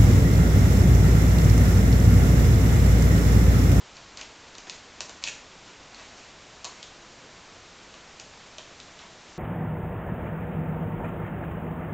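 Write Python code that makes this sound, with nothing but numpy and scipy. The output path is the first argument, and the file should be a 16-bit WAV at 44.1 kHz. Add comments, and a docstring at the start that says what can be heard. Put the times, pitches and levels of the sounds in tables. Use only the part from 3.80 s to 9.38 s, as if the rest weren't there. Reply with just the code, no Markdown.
"""Cat at a scratching post

A cat lies on the tiled floor of a small hard room and claws at a rope-covered post. Claws hook in the
rope and snap free, fibres tear, paws brush along it and the hollow post knocks faintly. A mono camera
microphone with a steady hiss stands far enough off to hear about as much room as direct sound."""
import sys
import numpy as np
from scipy import signal
from scipy.fft import rfft, irfft, next_fast_len
from scipy.io import wavfile

SR = 44100
rng = np.random.default_rng(int(sys.argv[2]) if len(sys.argv) > 2 else 0)


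def put_to_file(sound):
    """Save the sound as 16-bit audio at rate SR, in the file named by the first command-line argument."""
    columns = np.atleast_2d(sound).T  # one column per channel
    safe = np.clip(columns, -1, 1)
    whole_steps = np.round(safe * 32767)
    wavfile.write(sys.argv[1], SR, whole_steps.astype(np.int16))


N = 246078

# resonances of the taut rope fibres: (frequency [Hz], width [Hz], gain [dB])
ROPE_MODES = [(2476, 390, 5), (2550, 24, 0.5), (4050, 290, -14), (6050, 270, -4.5), (6700, 840, -3)]
# resonances of the hollow post on its base: (frequency [Hz], width [Hz], gain [dB])
POST_MODES = [(255, 170, 0.5), (628, 146, 5.5), (946, 200, 4), (1540, 520, -4), (2100, 520, -3)]


def claw_snaps(ring_width_hz=620, rope_db=-5.0, size=4096):
    """A claw snaps free with a click and a moment of fraying; fibre and rope ring, the post shudders."""
    # (time [s], level [dB], pitch of the plucked fibre [Hz], post relative to the crack [dB])
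    releases = [(.1669, -22.5, 4420, -15), (.3717, -13.5, 4210, -9.5), (.4112, -12, 2620, -10.5),
                (.7505, -22, 3700, -1.5), (.782, -18, 6170, -13), (.8962, -9, 3920, -16),
                (1.205, -6.5, 5270, -4.5), (1.2937, -19.5, 6860, 2.5), (1.4379, -2.5, 4170, -11),
                (1.4731, -15, 2400, -20), (1.4834, -9.5, 2520, -13), (2.145, -21, 4200, -11),
                (2.8442, -11, 6000, -3.5), (2.8505, -11, 3980, -2.5), (3.0273, -15, 3380, -10.5),
                (4.1399, -25.5, 2550, 2.5), (4.3971, -16, 6500, -12), (4.7818, -14, 3040, -4),
                (5.0, -18.5, 3700, -17), (5.1903, -22, 3400, -14)]
    fray, fray_s = 0.6, 0.0018
    shudder, shudder_s = 0.07, 0.013
    light_pluck_db, light_ring_db, stiff_hz = -22.5, 14, 4300
    out = np.zeros(N + size)
    age = np.arange(size) / SR
    for time_s, level_db, fibre_hz, post_db in releases:
        noise = rng.standard_normal(size)
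        force = fray * noise * np.exp(-age / fray_s)
        force[0] = 1  # the click
        force = even_out(force, share=0.66)
        # a light pluck lets the fibre ring; harder ones mostly crack, and short stiff fibres hardly ring
        hard_loss_db = 0.77 * (level_db - light_pluck_db)
        stiff_loss_db = 36 * max(0, np.log2(fibre_hz / stiff_hz))
        ring_db = light_ring_db - hard_loss_db - stiff_loss_db
        crack = band(force, low_hz=2080, high_hz=7470)
        fibre = from_db(ring_db) * resonance(crack, fibre_hz, ring_width_hz)
        rope = from_db(rope_db) * body(crack, ROPE_MODES)
        knock = body(force + shudder * noise * np.exp(-age / shudder_s), POST_MODES)
        snap = unit_energy(crack + fibre + rope) + from_db(post_db) * unit_energy(knock)
        start = int(time_s * SR)
        out[start:start + size] += from_db(level_db) * snap
    return disperse(out[:N])


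def paw_drags(brush_db=-3, fibre_db=-1, post_db=-2, taut_db=-34):
    """A paw brushes over fibres and shakes the post; the harder it pulls, the more the taut rope rings."""
    # (peak time [s], swell time [s], relative crackle level [dB], relative post level [dB])
    strokes = [(.17, 0.041, -59, -57), (.398, 0.019, -60, -44), (.878, 0.012, -53, -44.5),
               (.94, .018, -48, -52.5), (1.427, 0.004, -43.5, -47), (1.476, 0.015, -34.5, -46),
               (1.885, 0.035, -57, -52.5), (2.205, .07, -54.5, -51.5), (2.41, 0.11, -55, -64),
               (2.99, .048, -60, -56), (5.213, 0.022, -60, -49)]
    time = np.arange(N) / SR
    pull, shake = np.zeros(N), np.zeros(N)
    for peak_s, swell_s, crackle_db, shake_db in strokes:
        swell = np.exp(-((time - peak_s) / swell_s) ** 2)
        pull += from_db(crackle_db) * swell
        shake += from_db(shake_db) * swell
    plucks = fibre_slips(per_s=4000, spread_db=3.5)
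    tautness = np.clip(pull / from_db(taut_db), 0, 1) ** 0.68
    crackle = rms_one(band(plucks, low_hz=1200, high_hz=7500))
    brush = from_db(brush_db) * np.sqrt(1 - 0.91 * tautness) * crackle
    fibres = from_db(fibre_db) * tautness * rms_one(body(plucks, ROPE_MODES))
    post = from_db(post_db) * rms_one(body(plucks, POST_MODES))
    return pull * (brush + fibres) + shake * post


def fibre_slips(per_s, spread_db):
    """Fibres catch and let go in tiny random clicks of uneven size."""
    sizes = from_db(spread_db * np.minimum(rng.exponential(1, N), 4))
    signs = rng.choice([-1, 1], N)
    return sizes * signs * (rng.random(N) < per_s / SR)


def disperse(x, pole=0.602, stages=26):
    """In a stiff surface the highs travel faster: a chain of allpasses makes the lows arrive later."""
    return signal.sosfilt([[-pole, 1, 0, 1, -pole, 0]] * stages, x)


def tiled_room(x, t60_s=0.39, build_s=0.0033, size=22050, stretches=28):
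    """Hard echoes from floor and walls, then a short diffuse tail whose paths change as the paws move."""
    # nearest surfaces: (delay [s], level [dB])
    reflections = [(.0007, -19.5), (.0016, -21), (.0027, -12), (.0052, -17), (0.0107, -12.5),
                   (0.0148, -16.5)]
    # tone of the diffuse tail: (frequency [Hz], gain [dB])
    tail_tone = [(100, -3), (600, -3), (1000, 1), (1700, 1), (2600, -2.5), (3600, -2), (5000, -2.5),
                 (6500, -0.5), (9000, -2)]
    age = np.arange(size) / SR
    envelope = from_db(-60 * age / t60_s) * (1 - np.exp(-age / build_s))
    tails = np.zeros(N + size)
    for stretch in np.array_split(np.arange(N), stretches):
        paths = unit_energy(envelope * rng.standard_normal(size))
        tail = signal.fftconvolve(x[stretch], paths)
        tails[stretch[0]:stretch[0] + len(tail)] += tail
    echoes = sum(from_db(db) * np.pad(x, (int(delay_s * SR), 0))[:N] for delay_s, db in reflections)
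    return x + echoes + colour(tails[:N], tail_tone)


def microphone_hiss(level_db=-47.5):
    """The microphone's steady noise floor, stronger in the lows."""
    # (frequency [Hz], relative density [dB])
    spectrum = [(20, -4), (45, 1), (90, -2), (200, -1.5), (400, -2), (650, -2), (1100, -3.5), (2000, -5.5),
                (4000, -8), (6000, -10), (7500, -11), (9000, -13.5)]
    return from_db(level_db) * rms_one(colour(rng.standard_normal(N), spectrum))


def from_db(db):
    """Decibels to gain."""
    return 10 ** (np.asarray(db) / 20)


def rms_one(x):
    """Scale to rms 1."""
    return x / np.sqrt(np.mean(x ** 2) + 1e-20)


def unit_energy(x):
    """Scale a short sound to energy 1."""
    return x / np.sqrt(np.sum(x ** 2) + 1e-20)


def colour(x, points):
    """Minimum-phase filter that follows a table of (frequency [Hz], gain [dB])."""
    size = 2 * next_fast_len(len(x))
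    hz, db = np.transpose(points)
    bin_hz = np.fft.rfftfreq(size, 1 / SR) + 1
    gain = from_db(np.interp(np.log(bin_hz), np.log(hz), db))
    cepstrum = irfft(np.log(gain))
    cepstrum[1:size // 2] *= 2  # folding onto positive time makes the filter causal
    cepstrum[size // 2 + 1:] = 0
    return irfft(rfft(x, size) * np.exp(rfft(cepstrum)))[:len(x)]


def even_out(x, share):
    """Flatten a share of a burst's chance peaks and notches, so that it sounds dry and broad."""
    hz = np.fft.rfftfreq(len(x), 1 / SR) + 1
    spectrum_db = 20 * np.log10(np.abs(rfft(x)) + 1e-3)
    return colour(x, np.column_stack([hz, -share * spectrum_db]))


def band(x, low_hz, high_hz):
    """Gentle band-pass."""
    return signal.sosfilt(signal.butter(2, [low_hz, high_hz], "band", fs=SR, output="sos"), x + 1e-18)


def resonance(x, hz, width_hz):
    """One resonance, gain 1 at its peak."""
    radius = np.exp(-np.pi * width_hz / SR)
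    gain = (1 - radius ** 2) / 2
    feedback = [1, -2 * radius * np.cos(2 * np.pi * hz / SR), radius ** 2]
    return signal.lfilter([gain, 0, -gain], feedback, x + 1e-18)


def body(x, modes):
    """Resonances in parallel."""
    return sum(from_db(db) * resonance(x, hz, width_hz) for hz, width_hz, db in modes)


def scene():
    """The cat heard across the room, over the hiss; both channels alike."""
    mono = tiled_room(claw_snaps() + paw_drags()) + microphone_hiss()
    return np.array([mono, mono])


def record(dry):
    """The camera microphone falls away in the treble and ends in a steep cut."""
    # (frequency [Hz], gain [dB])
    treble_response = [(7200, 0), (7650, -3.5), (7950, -15), (8400, -12), (8750, -21), (9100, -39.5)]
    cutoff_hz = 9065
    heard = np.array([colour(channel, treble_response) for channel in dry])
    return signal.sosfilt(signal.ellip(10, .1, 80, cutoff_hz, fs=SR, output="sos"), heard)


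dry = scene()
out = record(dry)
put_to_file(out)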